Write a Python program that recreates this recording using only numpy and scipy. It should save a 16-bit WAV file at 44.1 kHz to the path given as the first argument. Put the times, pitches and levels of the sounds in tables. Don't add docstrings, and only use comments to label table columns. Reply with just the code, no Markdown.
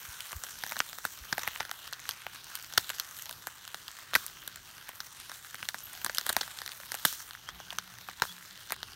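import sys
import numpy as np
from scipy import signal
from scipy.fft import rfft, irfft
from scipy.io import wavfile
from scipy.ndimage import uniform_filter1d

SR = 44100
rng = np.random.default_rng(int(sys.argv[2]) if len(sys.argv) > 2 else 0)


def file_out(sig):
    cols = np.atleast_2d(sig).T
    lim = np.clip(cols, -1, 1)
    pcm = np.round(lim * 32767).astype(np.int16)
    wavfile.write(sys.argv[1], SR, pcm)


N = 394694

# (frequency [Hz], gain [dB])
COAL_GAPS = [(250, -24), (450, -16), (800, -8), (1550, 0), (2350, -8), (3000, -3), (4200, -4), (4850, -8),
             (6000, -6), (7700, -11), (9400, -11), (10400, -17), (11200, -12), (13500, -10), (15800, -12)]


def undb(db):
    return 10 ** (np.asarray(db) / 20)


def unit_rms(x):
    return x / np.sqrt(np.mean(x ** 2))


def band(x, lo_hz, hi_hz, order=2):
    return signal.sosfilt(signal.butter(order, [lo_hz, hi_hz], "band", fs=SR, output="sos"), x)


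def colour(x, response, size=512):
    hz, db = np.transpose(response)
    gain_db = np.interp(np.log(np.fft.rfftfreq(size, 1 / SR) + 1), np.log(hz), db)
    cepstrum = irfft(np.log(undb(gain_db)))
    cepstrum[1:size // 2] *= 2
    cepstrum[size // 2 + 1:] = 0
    impulse = np.array(irfft(np.exp(rfft(cepstrum))), ndmin=x.ndim)
    return signal.oaconvolve(x, impulse, axes=-1)[..., :x.shape[-1]]


def flicker(rate_hz):
    hold = int(SR / rate_hz)
    steps = np.repeat(rng.standard_normal(N // hold + 1), hold)
    return unit_rms(uniform_filter1d(uniform_filter1d(steps, hold), hold)[:N])


def bursts(start_s, tear_ms, parts_db, size=1536):
    # (low edge [Hz], high edge [Hz])
    bands_hz = [(90, 420), (450, 1050), (850, 2600), (2400, 6500), (5800, 13600)]
    tails_ms = [7.3, 1.15, 0.42, 0.6, 0.043]
    rise_share, spray_db, spray_ms = 0.27, -21.5, 38
    t_ms = np.arange(size) / SR * 1000
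    tear_ms = np.clip(tear_ms, 0.2, 20)[:, None]
    after_ms = np.maximum(t_ms - tear_ms, 0)
    ragged = rng.standard_normal((len(start_s), size))
    ragged *= undb(12 * uniform_filter1d(rng.standard_normal(ragged.shape), size=16))
    rise = np.minimum(t_ms / (rise_share * tear_ms), 1)
    sag = np.exp(-0.5 * np.minimum(t_ms / tear_ms, 1))
    spray = undb(spray_db) * np.exp(-after_ms / spray_ms)
    sound = 0
    for (lo_hz, hi_hz), tail_ms, db in zip(bands_hz, tails_ms, parts_db.T):
        part = ragged * rise * sag * (np.exp(-after_ms / tail_ms) + spray)
        if lo_hz < 400:
            part = band(part, lo_hz, hi_hz, order=1)
        else:
            part = band(colour(part, COAL_GAPS), lo_hz, hi_hz)
        tear_power = np.sum(part ** 2, axis=1, keepdims=True) / (tear_ms * SR / 1000)
        sound = sound + part / np.sqrt(tear_power) * undb(db)[:, None]
    out = np.zeros(N + size)
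    index = (start_s * SR).astype(int)[:, None] + np.arange(size)
    np.add.at(out, index, sound * np.hanning(2 * size)[size:])
    return out[:N]


def pops():
    # (time [s], tearing time [ms], level [dB], brightness [dB], spit re level [dB])
    pockets = [(0.205, 1.14, -35.5, 18, 4), (0.3197, 0.63, -32, 1, 4), (0.3291, 0.98, -35.5, -10.5, 3),
               (0.4373, 0.34, -24.5, -2, 3), (0.473, 0.41, -55, 8, -1), (0.6367, 0.8, -22, -5, -7),
               (0.6635, 2.1, -35, -4.5, 1), (0.7128, 0.91, -33, -5.5, 0), (0.7208, 0.97, -27, -5, -2),
               (0.7583, 0.69, -36.5, -7, -5), (0.7663, 0.81, -26, -6, -8), (0.791, 0.23, -30.5, 2, 13.5),
               (0.8029, 1.37, -18, -4, -16), (0.9306, 0.75, -31.5, -0.5, -2), (0.9853, 0.64, -31.5, -3, -4),
               (1.051, 2.5, -24.5, -5.5, -5.5), (1.3256, 4.1, -22.5, -4.5, -11), (1.3309, 1.6, -32, 0, -8),
               (1.3806, 0.97, -21.5, -5, -4), (1.393, 0.7, -25.5, 3, -3), (1.4701, 1.8, -35, -2, -8),
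               (1.4749, 2.9, -25, -4.5, -5), (1.4837, 2.3, -34, 0, -6), (1.6005, 2.3, -32, -1, -13),
               (1.605, 0.57, -20.5, -7, -16), (1.651, 0.9, -31.5, -2.5, -5), (1.694, 0.74, -35, -6, -14),
               (1.9272, 0.34, -24, -1, -6), (1.9327, 0.58, -28, 8, -12), (2.091, 0.51, -17, 2.5, -4),
               (2.1098, 0.72, -29, 13, -7), (2.2663, 0.72, -26.5, -6.5, -5.5), (2.5537, 0.27, -24.5, 11, 3),
               (2.7371, 0.82, -31, -2, -8), (2.7756, 4.5, -14.5, 1, -6), (2.782, 1.2, -29, -2.5, -3),
               (2.7946, 1.6, -38, -3, -9), (2.9018, 0.78, -24, -4.5, 2.5), (2.9984, 0.67, -19.5, 8, 1),
               (3.2222, 0.45, -41, 14, 14), (3.2647, 0.4, -31, -2.5, -12), (3.3102, 1.6, -34, -2, -1),
               (3.3266, 0.6, -34, 3, 1), (3.4706, 0.33, -20.5, -5.5, -5), (3.6775, 0.29, -27, -2, -3),
               (3.7448, 0.34, -20, -1.5, -5), (3.8807, 0.67, -31.5, 5.5, -1), (4.1351, 0.56, -19, -5, -15),
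               (4.1412, 0.46, -21, 8, -5), (4.1516, 4.2, -15.5, 0, -2), (4.1592, 2.8, -20, -4, -6),
               (4.2645, 0.26, -29.5, 0.5, 6), (4.4761, 2.8, -31.5, 0.5, 1), (4.5593, 0.9, -33, 0, 2),
               (4.8905, 0.63, -32, -6, 3.5), (5.0039, 0.61, -23.5, 1, -18), (5.2, 1.9, -39, 1, 5),
               (5.2963, 0.42, -29, -5.5, -10), (5.3165, 0.99, -32, -3, -2), (5.5447, 1.05, -31, -5.5, -2),
               (5.6281, 1, -25.5, -2, -13), (5.6532, 0.66, -34, 2, -5), (5.6878, 0.44, -13.5, 4, -6),
               (5.7443, 0.48, -23.5, -6.5, -9), (5.7843, 0.83, -35.5, 4, -2), (6.046, 1.9, -25.5, -3, 4.5),
               (6.0618, 2.5, -26, -2, -4), (6.0688, 0.87, -34, -6, -2), (6.0961, 0.65, -25, -6, -14),
               (6.148, 0.6, -28.5, 3, 6), (6.1604, 1.3, -35, 1, -9), (6.1714, 0.81, -32, 9, 1),
               (6.1831, 1.5, -17.5, 5, -2.5), (6.196, 0.46, -47, 7, 10), (6.2653, 0.49, -21.5, -3.5, 5),
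               (6.291, 6.3, -24.5, 0.5, -1), (6.3009, 0.91, -23.5, -8, -1), (6.304, 0.68, -33, 3, -6),
               (6.3267, 3.8, -31.5, 1.5, 3), (6.3655, 0.96, -14.5, -4.5, -3.5),
               (6.4097, 4.6, -28, -3.5, -12), (6.4167, 3.2, -38, 6, -4), (6.4778, 0.86, -32, -3, -5),
               (6.5877, 0.54, -27, 2, -6), (6.6166, 2.5, -32.5, -1, -9), (6.6618, 0.53, -27.5, -0.5, -1),
               (6.6912, 0.71, -34, -1, -14), (6.7182, 0.48, -34, 16, 2), (6.8005, 1.8, -42.5, -6, -10),
               (6.9188, 0.51, -23, -3.5, 2), (6.943, 0.6, -35, -11.5, 10), (6.95, 0.46, -27.5, -3.5, 4),
               (7.0505, 4.7, -16, -4, -1.5), (7.127, 0.7, -32.5, -4, 7), (7.3087, 0.45, -31, -4, -9),
               (7.4889, 0.33, -19.5, 0.5, -27), (7.6012, 1, -38, -7.5, -21), (7.7048, 1.2, -32.5, 6, -12),
               (7.7258, 1.4, -43, -12, -15), (7.7854, 0.96, -17, 2, -12), (8.0866, 0.9, -33, -10, -7),
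               (8.2203, 1.33, -15.5, -6.5, -8.5), (8.2364, 0.72, -40, -14, -9),
               (8.2524, 0.63, -30, -0.5, -3), (8.706, 0.43, -25.5, -7.5, -8), (8.7213, 0.91, -18, -1.5, -2),
               (8.83, 0.86, -26, -3.5, -11)]
    balance_db = [-23, -10, 0, 1.5]
    tilt = [-1.48, -1.6, -0.67, 0.32]
    start_s, tear_ms, level_db, bright_db, spit_db = np.transpose(pockets)
    parts_db = np.column_stack([balance_db + np.outer(bright_db, tilt), spit_db])
    parts_db[:, 0] += 2 * np.log2(np.clip(tear_ms, 0.2, 20))
    tint_db = 1.5 * rng.standard_normal(parts_db.shape)
    return bursts(start_s, tear_ms, level_db[:, None] + parts_db + tint_db)


def crackle(sizzle_db, steam_db, count=2000):
    mean_lag_s, tint_spread_db = 0.025, 5.5
    lag_draw, size_draw, tear_draw = rng.random((count, 3)).T
    cluster_s = rng.random(count // 5).repeat(5) * N / SR
    start_s = np.minimum(cluster_s - mean_lag_s * np.log(1 - lag_draw), (N - 1) / SR)
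    at = (start_s * SR).astype(int)
    size_db = np.minimum(-2 * np.log(1 - size_draw), 11) - 0.5
    tear_ms = 0.11 + 1.27 * tear_draw ** 3
    parts_db = np.column_stack([sizzle_db[at, None] + [-18, -12.5, -0.5, -9.5], steam_db[at] + 1.5])
    tint_db = tint_spread_db * rng.standard_normal(parts_db.shape)
    return bursts(start_s, tear_ms, parts_db + size_db[:, None] + tint_db, size=384)


def sizzle(sizzle_db, steam_db):
    common_db = flicker(60)
    bubble_sizes = undb(3.11 * rng.exponential(size=N // 24 + 1).repeat(24)[:N])
    sizzle_swing_db, steam_swing_db = sizzle_db - np.mean(sizzle_db), steam_db - np.mean(steam_db)
    hiss = 0
    for hz in 300 * 2 ** np.arange(0, 5.8, 1 / 3):
        bubbles = unit_rms(band(rng.standard_normal(N) * bubble_sizes, hz / 1.12, hz * 1.12))
        steam_share = np.clip(np.log2(hz / 4000) / 0.86, 0, 1)
        boil_db = steam_share * (steam_swing_db + 0.51) + (1 - steam_share) * sizzle_swing_db
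        hiss = hiss + bubbles * np.sqrt(hz) * undb(boil_db + common_db + 2.5 * flicker(12))
    return unit_rms(colour(hiss, COAL_GAPS)) * undb(np.mean(sizzle_db) + 3.5)


def flares():
    # (time [s], level [dB], decay time [s])
    flare_ups = [(2.785, -42, 0.037), (4.165, -42.5, 0.097), (6.19, -61, 0.025), (6.37, -46.5, 0.13),
                 (7.054, -32.5, 0.066), (8.224, -43, 0.083)]
    t = np.arange(N) / SR
    envelope = sum(undb(db) * (t > start_s) * np.exp(-np.maximum(t - start_s, 0) / decay_s)
                   for start_s, db, decay_s in flare_ups)
    spit = rng.standard_normal(N) * undb(0.72 * flicker(300))
    return envelope * unit_rms(band(colour(spit, COAL_GAPS), 4900, 18500, order=1))


def whistles():
    # (time [s], length [s], start pitch [Hz], end pitch [Hz], peak [dB])
    pores = [(5.833, 0.013, 12700, 11800, -39), (5.848, 0.019, 12200, 11600, -42),
             (6.024, .014, 14400, 13000, -47), (7.457, 0.065, 2800, 3600, -47),
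             (8.277, .05, 3290, 3470, -44)]
    out = np.zeros(N)
    for start_s, length_s, start_hz, end_hz, peak_db in pores:
        n, at = int(length_s * SR), int(start_s * SR)
        hz = np.linspace(start_hz, end_hz, n) * (1 + 0.021 * flicker(205)[:n])
        out[at:at + n] += undb(peak_db) * np.hanning(n) ** 0.5 * np.sin(2 * np.pi * np.cumsum(hz) / SR)
    return out


def hot_air():
    # (frequency [Hz], gain [dB])
    spectrum = [(18, -39), (33, 0), (64, -2), (119, 1.5), (220, -9), (400, -11.5), (700, -30.5)]
    # (time [s], level [dB])
    draught = [(0.0, -63.5), (1.5, -65), (3.6, -64), (6.2, -64), (8.95, -64.5)]
    # (centre time [s], 1/e half-width x 1.46 [s], frequency [Hz], peak [dB])
    puffs = [(0.091, 0.0083, 77, -41.5), (0.364, 0.015, 72, -35), (1.218, 0.015, 56.7, -41.5),
             (7.565, 0.045, 61.6, -54), (7.963, 0.057, 116, -56)]
    t = np.arange(N) / SR
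    level_db = np.interp(t, *np.transpose(draught)) + 2.1 * flicker(12)
    air = unit_rms(colour(rng.standard_normal(N), spectrum, size=8192)) * undb(level_db)
    for centre_s, width_s, hz, peak_db in puffs:
        envelope = np.exp(-(1.46 * (t - centre_s) / width_s) ** 2)
        air += undb(peak_db) * envelope * np.cos(2 * np.pi * hz * (t - centre_s))
    return air


def drone():
    start_s, length_s, fade_s, hz, level_db = 7.5, 1.1, 0.06, 179.5, -66.5
    t = np.arange(N) / SR
    gate = np.clip(np.minimum(t - start_s, start_s + length_s - t) / fade_s, 0, 1)
    return gate * undb(level_db) * unit_rms(band(rng.standard_normal(N), hz * 0.946, hz * 1.065))


def scene():
    # (time [s], sizzle [dB], steam hiss [dB])
    boil = [(0.0, -50.5, -50.5), (0.84, -51.5, -51), (1.2, -51.5, -55.5), (1.54, -46, -49),
            (1.69, -51, -58), (2.42, -51, -55), (2.94, -50.5, -51), (3.49, -54, -56.5),
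            (4.26, -51.5, -57.5), (4.56, -54, -61), (5.36, -53, -53.5), (6.03, -52.5, -54),
            (6.28, -47.5, -51), (6.71, -53, -54.5), (7.15, -52.5, -50.5), (7.45, -53.5, -59.5),
            (8.45, -54.5, -58.5), (8.95, -54, -60.5)]
    time_s, *levels_db = np.transpose(boil)
    sizzle_db, steam_db = (np.interp(np.arange(N) / SR, time_s, db) for db in levels_db)
    steak = pops() + crackle(sizzle_db, steam_db) + sizzle(sizzle_db, steam_db) + flares() + whistles()
    return (steak + hot_air() + drone())[None]


def record(dry):
    low_hz, top_hz = 38, 15700
    thin = signal.sosfilt(signal.butter(3, low_hz, "high", fs=SR, output="sos"), dry)
    return signal.sosfilt(signal.ellip(8, 0.2, 60, top_hz, fs=SR, output="sos"), thin)


dry = scene()
out = record(dry)
file_out(out)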